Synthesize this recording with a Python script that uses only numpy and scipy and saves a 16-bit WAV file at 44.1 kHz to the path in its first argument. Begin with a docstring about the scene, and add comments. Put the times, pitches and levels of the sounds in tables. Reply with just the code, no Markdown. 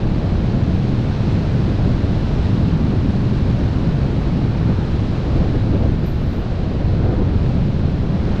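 """Open sky, in fast wingsuit flight: the airstream beats on a body-mounted camera and its one microphone.
Deep noise swells into thumps as large eddies hit the housing; band noise and a swooping tone make its wake.
Midrange noise puffs and tears in short slaps of rough air, and fine turbulence hisses in the microphone port.
A thin, very high noise sizzles once over a faint sheen; a limiter eases the peaks."""
import sys
import numpy as np
from scipy import signal
from scipy.fft import rfft, irfft
from scipy.io import wavfile
from scipy.ndimage import uniform_filter1d, minimum_filter1d

SR = 44100
rng = np.random.default_rng(int(sys.argv[2]) if len(sys.argv) > 2 else 0)


def log_audio(samples):
    """Write samples as a 16-bit WAV file to the path given in sys.argv[1]."""
    # one column per channel
    frames = np.atleast_2d(samples).T
    # limit to full scale, then quantise
    limited = np.clip(frames, -1, 1)
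    pcm = np.round(limited * 32767).astype(np.int16)
    wavfile.write(sys.argv[1], SR, pcm)


N = 370440  # 8.4 s
TIME = np.arange(N) / SR
FREQS = np.maximum(np.fft.rfftfreq(N, 1 / SR), 1)  # kept above zero for the logarithm


def undb(db):
    """Decibels to gain."""
    return 10 ** (np.asarray(db) / 20)


def unit(x):
    """Scale to rms 1."""
    return x / np.sqrt(np.mean(x ** 2))


def curve(rows):
    """Join rows of (time_s, value) by straight lines."""
    return np.interp(TIME, *np.transpose(rows))


def colour(points):
    """Gain at each frequency from (freq_hz, level_db) points, joined over log frequency."""
    hz, db = np.transpose(points)
    return undb(np.interp(np.log(FREQS), np.log(hz), db))


def noise(gain):
    """Fresh noise of rms 1 with the given gain at each frequency."""
    spectrum = rfft(rng.standard_normal(N))
    return unit(irfft(spectrum * gain, N))


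def walk(rate_hz):
    """Slow random drift of rms 1, changing up to about rate_hz times a second."""
    return noise(1 / (1 + (FREQS / rate_hz) ** 4))


def sustain(x, span_s):
    """Even out the power over span_s: a steady stream keeps feeding its eddies."""
    power = uniform_filter1d(x ** 2, max(int(span_s * SR), 2))
    return x / np.sqrt(power + 1e-9)


# Large eddies that thump the housing; the shortest stay below their level.
# Columns: middle_s, length_s, level_db
THUMPS = [(0.051, .14, -20.5), (0.382, 0.11, -20), (1.899, 0.24, -21), (2.119, 0.19, -23),
          (2.376, 0.13, -19), (2.773, .09, -24), (3.03, .08, -23), (3.394, 0.06, -24), (3.87, 0.15, -26.5),
          (4.24, 0.14, -23), (4.939, 0.082, -21.5), (5.398, 0.15, -16), (5.57, 0.077, -17.5),
          (5.762, .08, -17.5), (5.884, .08, -18.5), (6.113, .08, -25), (6.852, .1, -22), (7.038, .12, -22),
          (7.196, 0.08, -16), (7.387, 0.06, -20), (7.601, .08, -18.5), (8.001, .09, -23),
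          (8.316, 0.067, -17.5)]
THUMP_EDGE_S = 0.079  # full rise or fall time


def thumps():
    """Summed power of the large eddies: each rises, holds if long enough, and falls."""
    power = np.zeros(N)
    for middle, length, db in THUMPS:
        inside_s = length / 2 - np.abs(TIME - middle)
        envelope = np.clip(inside_s / THUMP_EDGE_S + .5, 0, 1)
        power += (undb(db) * envelope) ** 2
    return power


# Deep tone balance of the rumble. Columns: freq_hz, level_db (relative)
BUFFET_COLOUR = [(10, -8), (22, -5), (37, -.5), (48, -2.5), (64, -1), (80, -6.5), (100, -9), (250, -35.5),
                 (800, -83.5), (8000, -130)]
RUMBLE_DB, REFERENCE_HISS_DB = -27.5, -34.5  # rumble between thumps when the stream is at this hiss level


def buffet(thump_power, lumps_db=2, slack_gain=0.88):
    """Large eddies press on the diaphragm: a lumpy rumble, heavier in thumps and where the stream slackens."""
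    slack_db = REFERENCE_HISS_DB - curve(STREAM_LEVEL)
    steady = undb(RUMBLE_DB + slack_gain * slack_db + lumps_db * walk(34))
    rumble = sustain(noise(colour(BUFFET_COLOUR)), 0.055)
    return rumble * np.sqrt(steady ** 2 + thump_power)


# Strength of the wake behind the housing. Columns: time_s, level_db (before trim)
WAKE_STRENGTH = [(0.0, -17.5), (0.28, -16.5), (.42, -17), (0.56, -13), (.88, -16), (1.0, -15.5),
                 (1.1, -16.5), (1.36, -14), (1.47, -15.5), (1.57, -13), (1.69, -16), (1.92, -15),
                 (2.32, -17.5), (2.53, -13.5), (2.98, -13.5), (3.15, -15), (3.35, -14.5), (3.42, -17),
                 (3.52, -13.5), (3.73, -16.5), (3.87, -15), (4.03, -15), (4.13, -15.5), (4.38, -14.5),
                 (4.52, -17), (4.72, -13), (4.89, -19), (5.06, -13.5), (5.18, -18), (5.38, -16),
                 (5.82, -14), (6.11, -20.5), (6.26, -17.5), (6.58, -19.5), (7.02, -14.5), (7.14, -18.5),
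                 (7.24, -17), (7.49, -14), (7.76, -15), (8.1, -16.5), (8.19, -15.5), (8.4, -19.5)]
# Rate at which vortices leave the housing, before random wander. Columns: time_s, pitch_hz
SHEDDING_PITCH = [(0, 125.9), (.32, 99.25), (.57, 128), (.7, 88), (.85, 106.9), (1.02, 134), (1.15, 97.7),
                  (1.3, 122.5), (1.48, 84), (1.6, 132.3), (1.77, 88), (1.9, 128), (2.38, 77.8),
                  (2.53, 109.7), (2.66, 106), (2.82, 160.4), (2.96, 79.2), (3.5, 131), (3.62, 84.6),
                  (3.84, 150.1), (4.16, 112), (4.28, 162.7), (4.45, 123.6), (4.7, 112.5), (4.86, 84.5),
                  (5.08, 92.2), (5.4, 125.1), (5.84, 108.8), (5.98, 145.8), (6.45, 86.1), (6.92, 96),
                  (7.1, 114.4), (7.35, 83.2), (7.53, 126.6), (7.76, 137.2), (7.92, 91.4), (8.4, 100)]
# Tone balance of the wake's turbulence. Columns: freq_hz, level_db (relative)
WAKE_COLOUR = [(35, -18.5), (76, -0.6), (110, 0), (135, 0.3), (165, -1.5), (215, -3.5), (255, -8.5),
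               (300, -10.5), (450, -23.5), (1000, -36), (3000, -77), (10000, -120)]


def wake(slap_power, wander=.06, jitter=.12, swell_db=3, shed_db=-5.0, lock_gain=0.63,
         throb_db=1.0, stir_db=-1.5, trim_db=-2.0):
    """Vortices peel off at a swooping rate and stand out in a strong wake; slaps stir the wake up."""
    hz = curve(SHEDDING_PITCH) * np.exp(wander * walk(11.08) + jitter * walk(72.1))
    strength_db = curve(WAKE_STRENGTH)
    drone = np.sin(2 * np.pi * np.cumsum(hz) / SR)
    vortices = drone * undb(swell_db * walk(13) + lock_gain * strength_db)
    churn = noise(colour(WAKE_COLOUR)) + undb(shed_db) * unit(vortices)
    steady = undb(strength_db + trim_db + throb_db * walk(17))
    stirred_power = undb(stir_db) ** 2 * slap_power
    return sustain(churn, .08) * np.sqrt(steady ** 2 + stirred_power)


# Pockets of rough air that slap the port. Columns: start_s, length_s, level_db (before trim)
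SLAPS = [(0.655, 0.045, -27.5), (0.828, 0.023, -24), (1.036, .06, -29.5), (1.265, 0.083, -28),
         (1.674, 0.071, -29), (1.835, .08, -26), (2.123, 0.046, -28), (2.354, 0.042, -25),
         (2.453, 0.021, -28.5), (2.506, 0.035, -28.5), (2.603, .028, -28), (2.782, 0.11, -28.5),
         (2.924, .037, -25), (3.231, 0.016, -21.5), (3.307, .06, -26.5), (3.473, 0.037, -24),
         (3.58, 0.065, -29), (4.371, .03, -25.5), (4.654, 0.051, -27.5), (4.964, .05, -30),
         (5.251, .045, -26.5), (5.346, .028, -21.5), (5.404, 0.074, -23.5), (5.538, 0.036, -23),
         (5.721, .041, -19.3), (5.829, 0.036, -20.5), (5.887, 0.039, -24.5), (6.021, .03, -25),
         (6.335, .062, -28.5), (6.706, 0.063, -28), (7.005, .062, -23), (7.085, .06, -21.5),
         (7.174, 0.058, -23), (7.254, 0.083, -30.5), (7.752, .04, -33.5), (7.803, 0.03, -28),
         (7.866, .027, -25.5), (8.03, 0.021, -26.5), (8.254, .038, -25.5)]
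SLAP_ATTACK_S, SLAP_DECAY_S = .005, .009


def slaps():
    """Summed power of the pockets of rough air: each hits abruptly, holds and dies away."""
    power = np.zeros(N)
    for start, length, db in SLAPS:
        age = TIME - start
        attack = np.clip(age / SLAP_ATTACK_S, 0, 1)
        decay = np.exp(-np.maximum(age - length, 0) / SLAP_DECAY_S)
        power += (undb(db) * attack * decay) ** 2
    return power


# Level of the steady roar, which thins out in the lulls between slaps. Columns: time_s, level_db
ROAR_LEVEL = [(0.0, -29.5), (.2, -30), (1.1, -31), (1.5, -30), (2.25, -30.5), (2.9, -33.5), (3.16, -31.5),
              (3.4, -32.5), (3.75, -32.5), (4.0, -30), (4.72, -32), (4.9, -32), (5.15, -30), (5.45, -27.5),
              (5.62, -33), (5.85, -30), (6.15, -32), (6.55, -31), (6.95, -29.5), (7.12, -27.5),
              (7.5, -32.5), (8.4, -30.5)]
# Tone balance of the puffs. 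Columns: freq_hz, level_db (relative)
GUST_COLOUR = [(120, -21), (230, -2.5), (320, 1), (450, -1.5), (680, -7), (950, -21), (1500, -27.5),
               (4000, -63.5), (12000, -100)]
# Duller tone balance of the tears. Columns: freq_hz, level_db (relative)
SLAP_COLOUR = [(110, -10), (220, 4), (340, 1), (480, -4), (700, -14), (950, -25.5), (1500, -31),
               (4000, -67.5), (12000, -105)]


def gusts(slap_power, flutter_db=0.7, surge_db=1.1, slap_trim_db=-1.33):
    """Rough air breaks at the port in quick, uneven puffs; each slap adds a short, duller tear."""
    puffs = sustain(noise(colour(GUST_COLOUR)) * undb(flutter_db * walk(45)), .08)
    roar = puffs * undb(curve(ROAR_LEVEL) + surge_db * walk(37))
    tear = sustain(noise(colour(SLAP_COLOUR)), .025)
    return roar + tear * undb(slap_trim_db) * np.sqrt(slap_power)


# Speed of the smooth stream over the port, as its hiss level. 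Columns: time_s, level_db (before trim)
STREAM_LEVEL = [(0.0, -39), (0.36, -38), (1.08, -37.5), (1.26, -36.5), (1.55, -37), (2.1, -37.5),
                (2.48, -36.5), (2.75, -38), (3.55, -37.5), (4.5, -38.5), (5.35, -37.5), (6.0, -40),
                (6.36, -39.5), (6.6, -39.5), (7.28, -40.5), (7.47, -39), (7.8, -39.5), (8.0, -40),
                (8.25, -38.5), (8.4, -38)]
# Lift of the midrange rush over the rest of the hiss. Columns: time_s, lift_db
RUSH_LIFT = [(0.0, 1), (.75, -0.5), (1.05, -1), (1.5, -1), (1.85, .5), (2.08, -0.5), (2.7, .8), (3.1, -.5),
             (3.85, .6), (4.4, 0.7), (4.78, 2.3), (5.0, 0), (5.42, 0.7), (6.18, 0.3), (6.5, 1.5), (6.7, -1),
             (7.15, 2.5), (7.65, -1), (8.4, 1.5)]
# Tone balance of the hiss before the port's resonance. Columns: freq_hz, level_db (relative)
STREAM_COLOUR = [(300, -16.5), (800, 8), (1150, 4.5), (1550, 3), (2000, -0.7), (2600, -1.5), (3300, -4),
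                 (4300, -6.5), (5200, -11), (6500, -19), (8000, -27), (9300, -34), (12300, -47),
                 (15000, -68.5)]


def stream(pressure, port_hz=4020, port_width_hz=450, port_db=3.0, bright_hz=4600, brighten=0.44,
           ripple_db=0.5, flicker_db=0.24, trim_db=0.43, rush_hz=1750):
    """Fine turbulence hisses through the port's resonance, brightens with speed and ripples with each eddy."""
    port = undb(port_db / (1 + (2 * (FREQS - port_hz) / port_width_hz) ** 2))
    hiss = noise(colour(STREAM_COLOUR) * port)
    speed_db = curve(STREAM_LEVEL)
    # split into fine treble, midrange rush and what lies between
    spectrum = rfft(hiss)
    fine = irfft(spectrum / (1 + (bright_hz / FREQS) ** 10), N)
    rush = irfft(spectrum / (1 + (FREQS / rush_hz) ** 10), N)
    middle = hiss - fine - rush
    # small eddies grow faster with speed than large ones; the rush swells on its own
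    bright = fine * undb(brighten * (speed_db - speed_db.mean()))
    mix = middle + bright + rush * undb(curve(RUSH_LIFT))
    return mix * undb(speed_db + trim_db + ripple_db * unit(pressure) + flicker_db * walk(12))


# Very high tone balance of the sizzle. Columns: freq_hz, level_db (relative)
SIZZLE_COLOUR = [(10300, -52), (11100, -14), (11500, -4), (12100, 2), (12900, -5), (14000, -10),
                 (15700, -17)]
SIZZLE_START_S, SIZZLE_STOP_S = 6.062, 6.418
SIZZLE_ATTACK_S, SIZZLE_DECAY_S, SIZZLE_RELEASE_S = .003, 0.029, .008  # exponential time constants
SIZZLE_FLARE_DB, SIZZLE_HOLD_DB, SIZZLE_SWELL_DB_PER_S = -51, -74.5, 23
SIZZLE_LEAD_DB, SIZZLE_LEAD_S = -76, .25  # a faint sputter builds before the flare


def sizzle(grain_db=1.0, sputter_db=6):
    """A grainy hiss, perhaps air squeezing through a narrow gap: it sputters, flares, lingers and stops."""
    early = np.minimum(TIME - SIZZLE_START_S, 0)
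    late = np.maximum(TIME - SIZZLE_STOP_S, 0)
    age = np.clip(TIME, SIZZLE_START_S, SIZZLE_STOP_S) - SIZZLE_START_S
    flare = undb(SIZZLE_FLARE_DB) * np.exp(-age / SIZZLE_DECAY_S)
    hold = undb(SIZZLE_HOLD_DB + SIZZLE_SWELL_DB_PER_S * age)
    flow = (flare + hold) * np.exp(early / SIZZLE_ATTACK_S)
    sputter = unit(undb(sputter_db * walk(110)))
    lead = undb(SIZZLE_LEAD_DB) * np.exp(early / SIZZLE_LEAD_S) * sputter
    envelope = np.maximum(lead, flow) * np.exp(-late / SIZZLE_RELEASE_S)
    grains = unit(noise(colour(SIZZLE_COLOUR)) * undb(grain_db * walk(260)))
    return grains * envelope


# Level of the very top of the hiss. Columns: time_s, level_db
AIR_LEVEL = [(0.12, -79), (1.19, -77), (1.39, -75.5), (5.36, -75.5), (5.9, -76.5), (6.5, -82),
             (7.32, -83.5), (8.3, -76)]
# Tone balance of the sheen. Columns: freq_hz, level_db (relative)
AIR_COLOUR = [(4000, -17.5), (8000, -10), (10000, 3.5), (11500, 2), (12300, 0.5), (13300, -9),
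              (14500, -23.5), (15700, -35)]


def air(grain_db=1.0):
    """The finest eddies add a faint, grainy sheen that fades as the flight path banks, then returns."""
    sheen = unit(noise(colour(AIR_COLOUR)) * undb(grain_db * walk(150)))
    return sheen * undb(curve(AIR_LEVEL))


def scene():
    """All the air noise sums at the one microphone; open sky returns no echo."""
    slap_power = slaps()
    pressure = buffet(thumps()) + wake(slap_power)
    mix = pressure + gusts(slap_power) + stream(pressure) + sizzle() + air()
    return mix[None]  # one channel


def limiter(x, knee_db=-5.5, squeeze=0.85, hold_s=0.008):
    """Look ahead and ease the gain down around each peak that passes the knee."""
    span = max(int(hold_s * SR), 2)
    gain = np.minimum(1, undb(knee_db) / (np.abs(x) + 1e-9)) ** squeeze
    return x * uniform_filter1d(minimum_filter1d(gain, span), span)


TOP_HZ = 15700  # the treble stops here


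def record(dry):
    """The camera limits the strongest buffets and cuts the top; 2 ms fades open and close the sound."""
    top = signal.ellip(8, .2, 70, TOP_HZ, fs=SR, output="sos")
    edges = np.minimum(np.minimum(TIME, TIME[-1] - TIME) / .002, 1)
    return signal.sosfilt(top, limiter(dry) * edges)


dry = scene()
out = record(dry)
log_audio(out)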